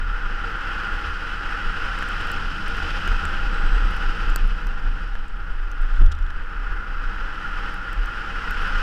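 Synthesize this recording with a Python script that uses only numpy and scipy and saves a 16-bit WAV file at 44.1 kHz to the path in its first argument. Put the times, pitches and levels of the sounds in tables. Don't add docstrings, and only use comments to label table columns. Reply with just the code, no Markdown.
import sys
import numpy as np
from scipy import signal
from scipy.fft import rfft, irfft
from scipy.io import wavfile

SR = 44100
rng = np.random.default_rng(int(sys.argv[2]) if len(sys.argv) > 2 else 0)


def generate_wav(signal):
    frames = np.transpose(np.atleast_2d(signal))
    scaled = np.clip(frames, -1, 1) * 32767
    pcm = np.round(scaled).astype(np.int16)
    wavfile.write(sys.argv[1], SR, pcm)


N = 388962
TIME = np.arange(N) / SR
FREQS = np.fft.rfftfreq(N, 1 / SR)


def gain_of(db):
    return 10 ** (np.asarray(db) / 20)


def unit_rms(x):
    return x / np.sqrt(np.mean(x ** 2) + 1e-20)


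def peaked(x, db):
    return gain_of(db) * x / abs(x).max()


def level_curve(points):
    return np.interp(TIME, *np.transpose(points))


def spectrum(points, resonances=()):
    point_hz, point_db = np.transpose(points)
    lift_db = sum(db / (1 + (2 * (FREQS - hz) / width) ** 2) for hz, width, db in resonances)
    return gain_of(np.interp(np.log(FREQS + 1), np.log(point_hz), point_db) + lift_db)


def noise(gain):
    return unit_rms(irfft(rfft(rng.standard_normal(N)) * gain, N))


def flutter(hz):
    return noise(1 / (1 + (FREQS / hz) ** 2))


def envelope(start_s, rise_s, hold_s, release_s):
    age = TIME - start_s
    return np.clip(np.minimum(age / rise_s, 1 - (age - rise_s - hold_s) / release_s), 0, 1)


def decay(t, t60_s):
    return np.exp(-np.log(1000) * t / t60_s)


def ring(modes, length_s=0.05):
    t = TIME[:int(length_s * SR)]
    return sum(gain_of(db) * decay(t, t60) * np.sin(2 * np.pi * hz * t) for hz, db, t60 in modes)


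def add(mix, start_s, sound):
    part = mix[round(start_s * SR):][:len(sound)]
    part += sound[:len(part)]


# time_s, level_db
AIRFLOW = [(0.01, -34.0), (0.93, -29.5), (1.04, -32.0), (1.26, -31.5), (1.42, -30.0), (2.4, -30.5),
           (2.48, -33), (3.1, -30.5), (4.25, -32.5), (4.5, -37), (4.96, -38), (5.29, -42.5), (5.49, -40.5),
           (6.0, -38), (6.08, -41.0), (6.79, -34.5), (6.87, -36), (7.72, -32), (7.8, -34.5), (8.82, -29)]
# time_s, level_db
TYRE_HISS = [(0.01, -47.0), (0.86, -40.5), (1.02, -41.5), (2.36, -38.5), (2.58, -40.5), (2.92, -37.0),
             (3.69, -41.5), (4.25, -41), (4.62, -47.5), (5.04, -49.0), (5.34, -54.5), (5.99, -51),
             (6.11, -55), (7.71, -43.0), (7.79, -47.5), (8.82, -38)]
# frequency_hz, level_db
RUSH_SPECTRUM = [(300, -26), (700, -22), (1050, -12.5), (1250, -3.5), (1650, -4), (2000, -10),
                 (2280, -17.5), (3000, -13), (3650, -24), (4400, -26.5), (5300, -30), (5750, -32.5),
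                 (9500, -42), (14000, -53.5), (15800, -72)]
# centre_hz, width_hz, lift_db
CASE_RESONANCES = [(184.6, 18, 8), (315.6, 54, 5), (466.4, 32, 9.5), (530, 32, 6.5), (808, 54, 10),
                   (1023, 43, 4.5), (1408, 245, 10), (2547, 280, 6), (3056, 860, 4), (3940, 260, 2.5),
                   (4844, 430, 7.5), (5376, 310, 8.5), (6000, 300, 4), (7840, 780, 2), (12100, 820, 0)]


def air_and_tyres(trim_db=0.5, split_hz=2250):
    colour = spectrum(RUSH_SPECTRUM, CASE_RESONANCES)
    air_share = 1 / (1 + (FREQS / split_hz) ** 10)
    whirr = noise(colour * np.sqrt(air_share)) * gain_of(level_curve(AIRFLOW))
    hiss = noise(colour * np.sqrt(1 - air_share)) * gain_of(level_curve(TYRE_HISS))
    return gain_of(trim_db) * (whirr + hiss)


BANKED_TURN = envelope(start_s=2.14, rise_s=0.14, hold_s=2.4, release_s=1.3)


def buffet_strength_db(base_db=-42, cruise_db=-32.5, slope=0.88, turn_db=3):
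    return base_db + slope * (level_curve(AIRFLOW) - cruise_db) + turn_db * BANKED_TURN


# frequency_hz, level_db
BUFFET_SPECTRUM = [(25, -6), (50, -12.5), (95, 3.5), (140, -1.5), (240, -3.5), (400, -7.5), (650, -13),
                   (950, -7), (1300, -29.5), (2500, -50)]


def buffeting(trim_db=-0.5, eddy_db=0.5):
    rumble = noise(spectrum(BUFFET_SPECTRUM, CASE_RESONANCES))
    return rumble * gain_of(buffet_strength_db() + trim_db + eddy_db * flutter(30))


# frequency_hz, level_db
MIC_HISS_SPECTRUM = [(1500, 2), (3000, 4.5), (4400, -7), (6500, -18), (9000, -14.5), (12500, -20.5),
                     (15500, -35)]


def microphone_hiss(level_db=-59.5):
    return gain_of(level_db) * noise(spectrum(MIC_HISS_SPECTRUM))


def tyre_contact(grip, skip_hz):
    return unit_rms(1 + np.tanh(grip + flutter(skip_hz)))


def swing(hz, wander_hz, jolt_hz=7):
    pitch_hz = hz + wander_hz * flutter(jolt_hz)
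    return np.sqrt(2) * np.sin(2 * np.pi * np.cumsum(pitch_hz) / SR)


# time_s, level_db
TRACK_ROUGHNESS = [(0.0, -20), (0.7, -30), (2.5, -27), (3.8, -20), (4.7, -23.5), (5.4, -22.5), (6.8, -23.5),
                   (8.2, -29.5), (8.82, -23.5)]
# start_s, helmet_rock_db, mount_hum_db
RUT_JOLTS = [(0.0, -23, -37), (0.9, -23, -38), (1.04, -44, -31.5), (1.64, -21, -46), (2.43, -22.5, -48),
             (2.8, -40, -32.5), (3.07, -15, -30), (3.21, -30, -29.5), (3.62, -14, -42), (3.71, -14.5, -45),
             (3.8, -15.5, -35), (4.26, -15.5, -38), (4.399, -12, -38), (4.64, -18.5, -43), (4.84, -15, -35),
             (5.79, -15.5, -60), (5.9, -16, -58), (6.19, -17.5, -42), (6.69, -25, -38), (7.02, -21, -48),
             (7.96, -17, -48), (8.73, -19.5, -42)]


def helmet_shake(sway_db=-2.5, lurch_db=-4, lurch_hz=26, mount_db=-4.5, jitter_db=0.5, rise_s=0.041):
    roughness = gain_of(level_curve(TRACK_ROUGHNESS))
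    rock = tyre_contact(grip=0.98, skip_hz=14.2) * gain_of(sway_db) * roughness
    hum = tyre_contact(grip=1.3, skip_hz=13)
    hum *= gain_of(buffet_strength_db() + mount_db + jitter_db * flutter(12))
    for start_s, rock_db, hum_db in RUT_JOLTS:
        age = np.maximum(TIME - start_s, 0) / rise_s
        jolt = age * np.exp((1 - age ** 2) / 2)
        rock = np.hypot(rock, gain_of(rock_db) * jolt)
        hum = np.hypot(hum, gain_of(hum_db) * jolt)
    slow_pushes = noise(FREQS / (FREQS + 4) / (1 + (FREQS / lurch_hz) ** 4))
    lurch = gain_of(lurch_db) * roughness * slow_pushes
    return rock * swing(hz=30, wander_hz=3.97) + lurch + hum * swing(hz=74.8, wander_hz=3.17)


# pitch_hz, relative_db, t60_s
CASE_WALL_MODES = [(1510, 2.5, 0.013), (2700, -6.5, .009), (4600, -7.5, 0.01), (8000, -4.5, 0.0023),
                   (8300, -2.5, 0.0018), (12170, 0.5, 0.0022), (14000, -4, .003)]


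def case_strike(crunch_db=-3, crunch_t60_s=0.008, top_hz=11000):
    wall = ring(CASE_WALL_MODES)
    crunch = rng.standard_normal(len(wall)) * decay(TIME[:len(wall)], crunch_t60_s)
    return wall + gain_of(crunch_db) * signal.lfilter(*signal.butter(2, top_hz, fs=SR), crunch)


def snow_grains(relative_db=-23, spread_db=4, per_s=22):
    sizes = gain_of(spread_db * np.minimum(rng.exponential(1, N), 3))
    arrivals = rng.random(N) < per_s / SR
    hits = sizes * arrivals * gain_of(level_curve(AIRFLOW))
    return signal.oaconvolve(hits, peaked(case_strike(), relative_db))[:N]


# start_s, level_db, pitch_hz, wall_to_spot_db
CRUMB_HITS = [(1.989, -32, 7750, -4), (2.030, -32, 6900, -3), (2.088, -30, 7920, -8),
              (2.211, -34, 7750, -10), (2.272, -32, 7240, -1), (2.317, -21.5, 7580, 5),
              (2.682, -31, 8600, -6), (2.769, -33, 6030, 2), (3.077, -28, 6370, -8),
              (3.254, -26, 7700, -18), (3.909, -37, 10680, -8), (3.966, -36, 10680, -10),
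              (4.301, -31, 7200, -10), (4.477, -36, 10680, -6), (4.670, -29.5, 6000, 0),
              (5.283, -41, 7640, -10), (5.716, -33, 6240, -8), (5.817, -40, 8270, -3),
              (7.743, -33, 10500, 0), (7.931, -31, 7920, 8), (8.059, -30, 6030, 0), (8.509, -24, 12100, 3),
              (8.622, -36, 10500, -4), (8.679, -39, 10160, -5)]


def snow_crumbs(trim_db=1, spot_t60_s=0.0058):
    out = np.zeros(N)
    for start_s, level_db, pitch_hz, wall_db in CRUMB_HITS:
        upper_hz = pitch_hz * rng.uniform(1.03, 1.1)
        spot = ring([(pitch_hz, 0, spot_t60_s), (upper_hz, -5, spot_t60_s / 2)])
        tick = spot + gain_of(wall_db) * case_strike()
        add(out, start_s, peaked(tick, level_db + trim_db))
    return out


# start_s, peak_db
CLOD_HITS = [(2.025, -15), (3.077, -14), (3.253, -15), (5.154, -21), (6.306, -23)]
# pitch_hz, relative_db, t60_s
SHELL_MODES = [(810, -39, 0.034), (1425, 3, 0.026), (1625, 14, 0.016), (2900, 2, .009)]


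def snow_clods():
    out = np.zeros(N)
    for start_s, peak_db in CLOD_HITS:
        add(out, start_s, peaked(ring(SHELL_MODES), peak_db))
    return out


def tyre_growl(centre_hz=171, width_hz=73, level_db=-47):
    drone = noise(1 / (1 + (2 * (FREQS - centre_hz) / width_hz) ** 2))
    return gain_of(level_db) * BANKED_TURN * drone


def brake_song(pitch_hz=3960, level_db=-56.5, octave_db=-8, waver=0.0049, chatter_db=3):
    phase = 2 * np.pi * np.cumsum(pitch_hz * (1 + waver * flutter(120))) / SR
    note = np.sin(phase) + gain_of(octave_db) * np.sin(2 * phase)
    touch = envelope(start_s=3.49, rise_s=0.04, hold_s=0.14, release_s=0.4)
    return touch * note * gain_of(level_db + chatter_db * flutter(25))


def ice_chip(start_s=4.3605, peak_db=-7):
    out = np.zeros(N)
    add(out, start_s, peaked(case_strike(), peak_db))
    return out


# frequency_hz, level_db
BIKE_SPECTRUM = [(1500, -19), (3200, 7.5), (4300, -2), (7500, -11), (9500, -16), (12000, -23), (15000, -36)]


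def tyre_scrape(level_db=-54.5):
    pressure = envelope(start_s=5.83, rise_s=0.13, hold_s=0.02, release_s=0.04)
    return gain_of(level_db) * pressure * noise(spectrum(BIKE_SPECTRUM))


# pitch_hz, level_db, t60_s
MOUNT_MODES = [(72.9, -17, 0.97), (175, -33, 0.26), (310, -47, .12)]


def bump(start_s=5.971, length_s=0.135, swing_hz=25.3, swing_db=-3,
         thud_s=6.009, thud_db=-29, thud_hz=330, thud_t60_s=0.2, ring_s=5.998):
    out = np.zeros(N)
    t = TIME[:int(length_s * SR)]
    swings = signal.windows.tukey(len(t), 0.6) * np.sin(2 * np.pi * swing_hz * t)
    add(out, start_s, -gain_of(swing_db) * swings)
    thud = noise(1 / (1 + (FREQS / thud_hz) ** 2) ** 1.2)[:len(t)]
    thud *= (1 - np.exp(-t * thud_hz / 2)) * decay(t, thud_t60_s)
    add(out, thud_s, gain_of(thud_db) * thud)
    ringing = ring(MOUNT_MODES, length_s=1)
    cushion = 1 - np.exp(-TIME[:len(ringing)] / 0.011)
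    add(out, ring_s, ringing * cushion)
    return out


# start_s, peak_db, t60_s
CHAIN_SLAPS = [(6.018, -39, .04), (6.062, -34, .02), (6.070, -44, .015), (6.116, -33.5, 0.026),
               (6.12, -32.5, .025)]
# centre_hz, width_hz, lift_db
METAL_RESONANCES = [(3380, 200, 13.5), (5000, 250, 8), (5670, 250, 15), (7150, 500, 9), (8500, 600, 4)]


def chain_rattle(settle_s=6.15, gap_s=0.038, count=5, bounce_db=-40.5, loss_db=0.5, bounce_t60_s=0.018):
    out = np.zeros(N)
    t = TIME[:SR // 10]
    clatter = noise(spectrum(BIKE_SPECTRUM, METAL_RESONANCES))
    bounces = [(settle_s + k * gap_s, bounce_db - k * loss_db, bounce_t60_s) for k in range(count)]
    for start_s, peak_db, t60_s in CHAIN_SLAPS + bounces:
        burst = np.minimum(t / 0.00071, 1) * decay(t, t60_s)
        slap = clatter[round(start_s * SR):][:len(t)] * burst
        add(out, start_s, peaked(slap, peak_db))
    return out


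def scene(gust_db=0.91):
    wind = (air_and_tyres() + buffeting()) * gain_of(gust_db * flutter(30))
    ride = wind + microphone_hiss() + helmet_shake()
    dip = bump() + tyre_scrape() + chain_rattle()
    spray = ice_chip() + snow_crumbs() + snow_clods() + snow_grains()
    return (ride + dip + spray + brake_song() + tyre_growl())[None]


def record(dry):
    lowpass = signal.firwin(511, 15500, window=("kaiser", 9), fs=SR)
    return signal.oaconvolve(dry, lowpass[None], "same")


dry = scene()
out = record(dry)
generate_wav(out)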